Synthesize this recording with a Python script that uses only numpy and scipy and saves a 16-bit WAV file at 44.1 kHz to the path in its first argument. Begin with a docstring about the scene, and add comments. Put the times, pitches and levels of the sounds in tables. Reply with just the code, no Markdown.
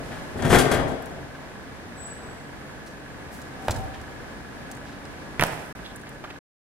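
"""Over the wheelie bin

Someone rolls over a plastic bin in a brick alley, climbs a wall, drops onto a ledge and jumps down.
The hollow bin booms, its lid clatters under dragging clothes, and shoes slap and scuff on masonry.
Air conditioners hum and rattle throughout; a thin high whistle and a faint moan drift in from afar."""
import sys
import numpy as np
from scipy import signal
from scipy.fft import rfft, irfft, next_fast_len
from scipy.io import wavfile

SR = 44100
rng = np.random.default_rng(int(sys.argv[2]) if len(sys.argv) > 2 else 0)


def int16_out(signal):
    """Quantize to a 16-bit WAV file."""
    q = np.round(np.clip(np.atleast_2d(signal).T, -1, 1) * 32767)
    wavfile.write(sys.argv[1], SR, q.astype(np.int16))


N = 292735
EVENT_SAMPLES = 24000
TIME = np.arange(N) / SR
AGE = TIME[:EVENT_SAMPLES]  # seconds since an event began
DROP_S, JUMP_S = 3.695, 4.7  # the weight comes down on the ledge, then leaves it for the ground

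# Stereo image of the noise. Each row: frequency in Hz, left-right correlation.
STEREO_LIKENESS = [(40, -0.3), (130, 0.7), (330, 0.61), (640, 0.49), (1150, 0.11), (2000, -0.04),
                   (3600, -0.21), (7000, -0.42), (15000, 0.2)]
# Tail of the brick alley. Each row: frequency in Hz, time to fall 60 dB in seconds.
ALLEY_DECAY = [(80, 0.3), (300, 0.79), (1000, 1), (3000, 1), (8000, 0.58), (15000, 0.23)]
# Colour of the fan rush. Each row: frequency in Hz, relative level in dB.
FAN_COLOUR = [(20, -13), (50, 1.5), (85, -1.5), (140, -3.5), (200, -1.5), (285, -2.5), (360, -5.5),
              (720, -7.5), (1200, -10.5), (2000, -13), (2700, -19.5), (5500, -26.5), (11000, -33),
              (16000, -47.5)]
# Fader ride on the fan rush. Each row: time in seconds, gain in dB.
FAN_SWELL = [(.3, 3), (1.3, 0.33), (3, -0.55), (3.7, 1.4), (4.5, 0), (5.8, 0), (6.35, -3)]
# Hum of the motors. 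Each row: pitch in Hz, level in dB.
MOTOR_TONES = [(140, -54.5), (283, -55), (1701, -61)]
# Resonances of the rattling casing. Each row: pitch in Hz, width in Hz, relative level in dB.
CASING_MODES = [(1548, 40, -1.5), (1652, 70, -7.5), (1679, 15, 1.5)]
# Hits on the bin. Each row: start in seconds, gain of the body's boom in dB, of the lid's clack in dB.
BIN_BLOWS = [(-.02, -23.5, -52), (.105, -29, -33), (.35, -22, -43), (0.386, -22.5, -27.5),
             (.418, -17, -22.5), (.444, -12, -18.5), (.501, -9, -15), (.528, -13, -8.5), (.545, -8, -11.5),
             (.585, -16, -19), (.65, -16, -23), (.712, -15, -15.5), (.742, -15.5, -20.5), (.789, -13, -24),
             (0.831, -19, -43), (.889, -18, -43), (1.105, -29.5, -52), (1.172, -29.5, -56)]
# Rumble of the bin's flexing walls. Each row: frequency in Hz, relative level in dB.
FLEX_COLOUR = [(30, -13), (65, 1.5), (140, -3.5), (200, -5), (400, -9.5), (700, -6), (1500, -28.5),
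               (16000, -82)]
# Ring of the hollow body. Each row: pitch in Hz, relative level in dB, time to fall 60 dB in seconds.
BODY_MODES = [(61, -4, 0.19), (90.6, -4.5, 0.063), (132.2, -2, 0.37), (165, -7, 0.32), (180, -8, 0.16),
              (243.4, -5, 0.17), (267, -8.5, 0.49), (312.6, -3, 0.12), (375, 2, 0.082), (451.4, -10.5, .3),
              (535, -17, 0.35), (699, -4.5, 0.18)]
# Colour of the lid's clack. Each row: frequency in Hz, relative level in dB.
CLACK_COLOUR = [(60, -38), (250, 3.5), (550, 2.5), (950, -3), (1400, -2.5), (1950, -2.5), (2600, -12),
                (3400, -13.5), (5000, -29), (10000, -25.5), (16000, -39.5)]
# Ring of the lid. Each row: pitch in Hz, relative level in dB, time to fall 60 dB in seconds.
LID_MODES = [(796, -2, .16), (962, -9, .16), (1190, -3, 0.15), (1403, -3.5, .2), (1570, -6.5, 0.6),
             (1822, -2, 0.17), (1877, -5.5, 0.2), (2220, -11.5, 0.13), (3294, -10, 0.37),
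             (4810, -12.5, 0.15)]
# Clothes and soles slipping on the lid. Each row: start in seconds, level in dB, length in seconds.
LID_SLIPS = [(0, -54.5, 0.33), (0.367, -50, .06), (.42, -40.5, 0.16), (0.491, -28.5, 0.098),
             (0.542, -24.5, 0.025), (0.583, -21.5, .025), (0.711, -27.5, 0.032), (0.872, -48.5, 0.052)]
# Colour of that drag. Each row: frequency in Hz, relative level in dB.
DRAG_COLOUR = [(300, -18.5), (1500, -4), (3400, 1), (5500, -2.5), (9500, -1), (12000, -5), (16000, -17.5)]
# Pan of the action. Each row: time in seconds, bearing from -1 left to 1 right.
PAN_PATH = [(.1, -0.7), (1, 0), (2.2, 0.13), (2.9, 0.2), (3.69, 0.21), (4, 0.14), (5.05, 0.28), (5.4, 0.96),
            (5.9, 0.98), (6.3, 0.89)]
# Soles and hands rubbing, then two short handling bumps at the very end.
# Each row: start in seconds, level in dB, length in seconds, centre in Hz.
SCUFFS_AND_BUMPS = [(0.11, -44, 0.051, 2210), (1.338, -45.5, .035, 1400), (2.215, -42.5, 0.064, 915),
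                    (2.859, -50, .031, 6000), (3.304, -51, 0.089, 10800), (3.586, -54.5, .2, 8500),
                    (3.705, -29, 0.014, 7200), (3.777, -50.5, 0.033, 10000), (3.937, -44.5, 0.023, 2800),
                    (4.845, -51, .095, 3480), (5.452, -51.5, 0.26, 9600), (6.061, -42.5, .025, 1710),
                    (6.237, -33, 0.017, 1450), (6.299, -39.5, 0.016, 2040)]
# Grit snapping under a sole or hand. Each row: start in seconds, level in dB, centre in Hz.
GRIT_SNAPS = [(.422, -33.5, 7000), (1.021, -45, 11500), (1.057, -45.5, 9550), (3.416, -43.5, 7550),
              (4.013, -53, 8000), (4.713, -36, 7550), (4.747, -49, 9000), (5.051, -42.5, 4450),
              (5.465, -36.5, 10940), (5.959, -39, 8900), (6.09, -46, 9600)]
# Rubber twisting on the ground. Each row: start in seconds, level in dB, length in seconds, centre in Hz.
SQUEAKS = [(5.839, -42, 0.035, 3470)]
# Far whistle (high) and moan (low). 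Each row: start and length in seconds, pitch in Hz, level in dB.
FAR_SWELLS = [(1.948, 0.22, 7813, -40), (2.248, .13, 7800, -56), (3.556, 0.11, 754, -44.5),
              (3.733, 0.096, 755.5, -42)]
# Heels and toes on masonry.
# Each row: start in seconds, slap level in dB, slap pitch in Hz, thud level in dB, grit level in dB.
FOOTFALLS = [(3.683, -7.5, 856, -45, -22), (3.6843, -11.5, 590, -45, -34), (3.696, -14.5, 730, -18, -35),
             (5.396, -5, 2000, -27, -26), (5.403, -17, 1010, -22, -28.5), (5.4108, -10, 1470, -37.5, -7),
             (5.4176, -11.5, 1700, -21.5, -17), (5.4245, -5, 1857, -43, -17),
             (5.4294, -16, 1630, -23, -25.5), (5.4371, -7.5, 1420, -43.5, -0.5),
             (5.459, -20, 690, -41.5, -44), (5.533, -20, 750, -30.5, -45)]
# Ring after the drop. Each row: pitch in Hz, level in dB, time to fall 60 dB in seconds.
LEDGE_MODES = [(61.1, -34, 1), (89, -38, 0.8), (121.4, -40, 0.6), (205, -41.5, 0.5), (355, -40, 0.46)]
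# Dull rumble after the drop. Each row: frequency in Hz, relative level in dB.
SHUDDER_COLOUR = [(25, -10), (55, 4), (100, -1), (170, -12), (380, -19), (700, -32), (2000, -54)]
# Gate on the whole mix. Each row: time in seconds, gain from 0 to 1.
MASTER_GATE = [(0, 1), (5.726, 1), (5.728, 0), (5.75, 0), (5.753, 1), (6.387, 1), (6.391, 0)]


def amp(db):
    """Decibels to gain."""
    return 10 ** (np.asarray(db) / 20)


def unit(x):
    """Scales to rms 1."""
    return x / np.sqrt(np.mean(x ** 2) + 1e-20)


def read(points, hz):
    """Reads a table on a log-frequency axis."""
    f, value = np.transpose(points)
    return np.interp(np.log(hz + 1), np.log(f + 1), value)


def add(mix, s, sound):
    """Mixes a sound in at s seconds."""
    start = round(s * SR)
    sound = sound[..., max(-start, 0):]
    part = mix[:, max(start, 0):][:, :sound.shape[-1]]
    part += sound[..., :part.shape[1]]


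def noise(colour, size=EVENT_SAMPLES):
    """Coloured stereo noise, most alike left and right in the upper bass, wide in the treble."""
    padded = next_fast_len(size)
    hz = np.fft.rfftfreq(padded, 1 / SR)
    left, other = rfft(rng.standard_normal((2, padded)))
    same = np.clip(read(STEREO_LIKENESS, hz), -1, 1)
    pair = np.array([left, same * left + np.sqrt(1 - same ** 2) * other])
    return unit(irfft(pair * amp(read(colour, hz)), padded)[:, :size])


def wander(hz, size=N):
    """Random drift of about rms 1, with hz turning points a second."""
    knots = rng.standard_normal(N // 16)
    return np.interp(TIME[:size] * hz, np.arange(len(knots)), knots) * np.sqrt(3 / 2)


def ring(modes, scatter):
    """Dying modes; each blow lands on a new spot, so their signs and pitches vary."""
    out = np.zeros(EVENT_SAMPLES)
    for hz, db, t60 in modes:
        fade = rng.choice([-1, 1]) * amp(db - 60 * AGE / t60)
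        pitch = hz * (1 + scatter * rng.standard_normal())
        out += fade * np.sin(2 * np.pi * pitch * AGE)
    attack = 1 - np.exp(-AGE / 0.0041)
    release = np.minimum((AGE[-1] - AGE) / 0.11, 1)
    return out * attack * release


def stroke(length, rise_share):
    """Envelope that builds for a share of its length, falls to 1/e by the end and trails off."""
    rise = length * rise_share
    return np.minimum(AGE / rise, 1) * np.exp(-np.maximum(AGE - rise, 0) / (length - rise))


def place(x, bearing, shade_db=6):
    """Pans a point source: it reaches the nearer side sooner and louder."""
    side_delay_s = .000095
    side = np.array([[-1], [1]]) * bearing / 2
    size = next_fast_len(len(x) + 64)
    lead = np.exp(2j * np.pi * np.fft.rfftfreq(size, 1 / SR) * side_delay_s * side)
    return irfft(rfft(x, size) * lead, size)[:, :len(x)] * amp(shade_db * side)


def alley(x, wet_db, echo_db):
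    """Adds single echoes off the near walls and a diffuse tail that rings longest in the mids."""
    wash = noise([(60, 1.5), (500, 5.5), (2000, -0.5), (5000, 0.5), (15000, -3)])
    hz, t, bands = signal.stft(wash, SR, nperseg=256)
    decay = amp(-60 * t / read(ALLEY_DECAY, hz)[:, None])
    tail = signal.istft(bands * decay, SR, nperseg=256)[1][:, :EVENT_SAMPLES]
    tail *= 1 - np.exp(-AGE / 0.0073)
    response = amp(wet_db) * tail / np.linalg.norm(tail[0])
    for delay, bearing in rng.uniform([.004, -1], [.06, 1], size=(8, 2)):
        echo = place(signal.unit_impulse(64, 32), bearing)
        add(response, delay, amp(echo_db) * np.exp(-delay / 0.089) * echo)
    return x + signal.fftconvolve(x, response, axes=1)[:, :N]


def air_conditioners(compressor_hz=24.55):
    """The bed: fan rush, wavering motor tones, and a casing that ticks at each compressor turn."""
    swell_db = np.interp(TIME, *np.transpose(FAN_SWELL)) + 0.48 * wander(9)
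    rush = amp(-40 + swell_db) * noise(FAN_COLOUR, N)
    hum = np.zeros(N)
    for hz, db in MOTOR_TONES:
        level = amp(db + 2 * wander(5.4)) * np.sqrt(2)
        pitch = hz + 3 * wander(12)
        hum += level * np.sin(2 * np.pi * np.cumsum(pitch) / SR)
    turns = np.floor(compressor_hz * TIME - .17)
    ticks = np.diff(turns, prepend=turns[0]) * amp(1.3 * wander(25))
    shake = ticks + 0.013 * rng.standard_normal(N)
    # the panel answers each tick with a short knock and two longer rings
    casing = sum(amp(db) * signal.lfilter(*signal.iirpeak(hz, hz / width, SR), shake)
                 for hz, width, db in CASING_MODES)
    casing = signal.sosfilt(signal.butter(2, [1350, 2000], "band", fs=SR, output="sos"), casing)
    return rush + place(hum, -0.34) + place(amp(-52) * unit(casing), .5, shade_db=5.5)


def bin_blows(softest_attack_s=0.012, hardest_db=-11.5):
    """Each blow pushes the lid in, shakes the hollow body and clacks; loud clacks bite fastest."""
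    out = np.zeros((2, N))
    push = np.sin(2 * np.pi * 88 * AGE) * (AGE / .009) * np.exp(-AGE / 0.0072)
    clatter = np.exp(-AGE / 0.026) + 0.11 * np.exp(-AGE / 0.1)
    for s, boom_db, clack_db in BIN_BLOWS:
        attack_s = softest_attack_s * max(1 - amp(clack_db - hardest_db), .04)
        # the large walls radiate in all directions, so their rumble is wide
        flex = amp(boom_db + np.array([[-7], [-11]])) * np.exp(-AGE / 0.042) * noise(FLEX_COLOUR)
        body = amp(-11) * ring(BODY_MODES, scatter=0.033) + amp(0.5) * push
        lid = amp(-6) * clatter * noise(CLACK_COLOUR)[0] + amp(-14) * ring(LID_MODES, scatter=.006)
        boom = place(amp(boom_db) * body, -0.33, shade_db=9.5)
        clack = place(amp(clack_db) * lid, -0.4, shade_db=22.5)
        add(out, s, (boom + clack + flex) * np.minimum(AGE / attack_s, 1))
    return out


def lid_drag():
    """Clothes and soles catch and slip on the lid in grainy bursts of friction."""
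    power = np.zeros((1, N))
    for s, db, length in LID_SLIPS:
        add(power, s, (amp(db) * stroke(length, rise_share=0.2)) ** 2)
    grain = amp(2 * wander(350)) * noise(DRAG_COLOUR, N)[0]
    return place(np.sqrt(power[0]) * grain, -0.24)


def bearing_at(s):
    """Pan position at s seconds."""
    return np.interp(s, *np.transpose(PAN_PATH))


def rub(db, envelope, hz, octaves):
    """Grainy friction noise in one band, steeper on its treble side."""
    freqs = np.geomspace(30, 18000, 90)
    octaves_up = np.log2(freqs / hz)
    band_db = -12 * np.log10(1 + (octaves_up / octaves / 1.4) ** 2) - 9 * np.maximum(octaves_up, 0)
    grain = amp(2.8 * wander(600, EVENT_SAMPLES)) * noise(np.column_stack([freqs, band_db]))[0]
    return amp(db) * envelope * grain


def scuffs_and_bumps():
    """Bands of friction noise: broad scuffs, grit snaps, a narrow rubber squeak, two closing bumps."""
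    rubs = [(s, rub(db, stroke(length, 0.34), hz, octaves=1)) for s, db, length, hz in SCUFFS_AND_BUMPS]
    rubs += [(s, rub(db, stroke(0.0062, .3), hz, octaves=.45)) for s, db, hz in GRIT_SNAPS]
    rubs += [(s, rub(db, stroke(length, 0.46), hz, octaves=.14)) for s, db, length, hz in SQUEAKS]
    out = np.zeros((2, N))
    for s, sound in rubs:
        add(out, s, place(sound, bearing_at(s), shade_db=3))
    return out


def far_tones(waver_hz=26.3):
    """A thin far whistle and a moan: each swell is one arch of level on a wavering pitch."""
    out = np.zeros((2, N))
    for s, length, hz, db in FAR_SWELLS:
        arch = np.sin(np.pi * np.minimum(AGE / length, 1)).clip(0) ** 1.4
        pitch = hz + waver_hz * wander(87.4, EVENT_SAMPLES)
        tone = np.sin(2 * np.pi * np.cumsum(pitch) / SR)
        add(out, s, place(amp(db) * arch * tone, -0.33))
    return out


def shoe_slaps(ledge_thud_hz=103, ground_thud_hz=154):
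    """Air trapped under the sole rings for a few cycles; weight thuds behind it and grit clicks."""
    out = np.zeros((2, N))
    grit_colour = [(500, 7), (3000, -1), (7000, -6), (11500, -2), (16000, -18)]
    for s, slap_db, hz, thud_db, grit_db in FOOTFALLS:
        cycles = hz * AGE
        slap = np.sin(2 * np.pi * cycles) * np.exp(-cycles / 0.9)
        sole_colour = [(100, -10), (hz / 4, 0), (hz, 0), (2600, -6), (5000, -22), (15000, -38)]
        sole = 0.3 * np.exp(-AGE / 0.0037) * noise(sole_colour)[0]
        thud_hz = ledge_thud_hz if s < JUMP_S else ground_thud_hz
        thud = np.sin(2 * np.pi * thud_hz * AGE) * np.exp(-AGE / 0.009)
        grit = 0.53 * np.exp(-AGE / 0.00057) * noise(grit_colour)[0]
        step = amp(slap_db) * (slap + sole) + amp(thud_db) * thud + amp(grit_db) * grit
        add(out, s, place(step, bearing_at(s)))
    return out


def ledge_drop():
    """The weight comes down on the ledge, leaving a low ring and a dull shudder."""
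    out = np.zeros((2, N))
    add(out, DROP_S, ring(LEDGE_MODES, scatter=0.0038))
    add(out, DROP_S, amp(-31.5) * stroke(0.19, rise_share=0.49) * noise(SHUDDER_COLOUR))
    return out


def scene():
    """The air conditioner bed, plus each action layer with its own send to the alley."""
    mix = air_conditioners()
    mix += alley(bin_blows() + lid_drag(), wet_db=-9, echo_db=-15.5)
    mix += alley(shoe_slaps() + ledge_drop(), wet_db=-11, echo_db=-20)
    mix += alley(scuffs_and_bumps(), wet_db=-26.5, echo_db=-12.5)
    mix += alley(far_tones(), wet_db=0.5, echo_db=-18)
    return mix


def record(dry):
    """Master chain: the sound drops out briefly and later stops, peaks clip, the top treble is cut."""
    gated = dry * np.interp(TIME, *np.transpose(MASTER_GATE))
    lowpass = signal.firwin(511, cutoff=15900, window=("kaiser", 9), fs=SR)
    return signal.oaconvolve(np.clip(gated, -1, 1), lowpass[None], "same")


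dry = scene()
out = record(dry)
int16_out(out)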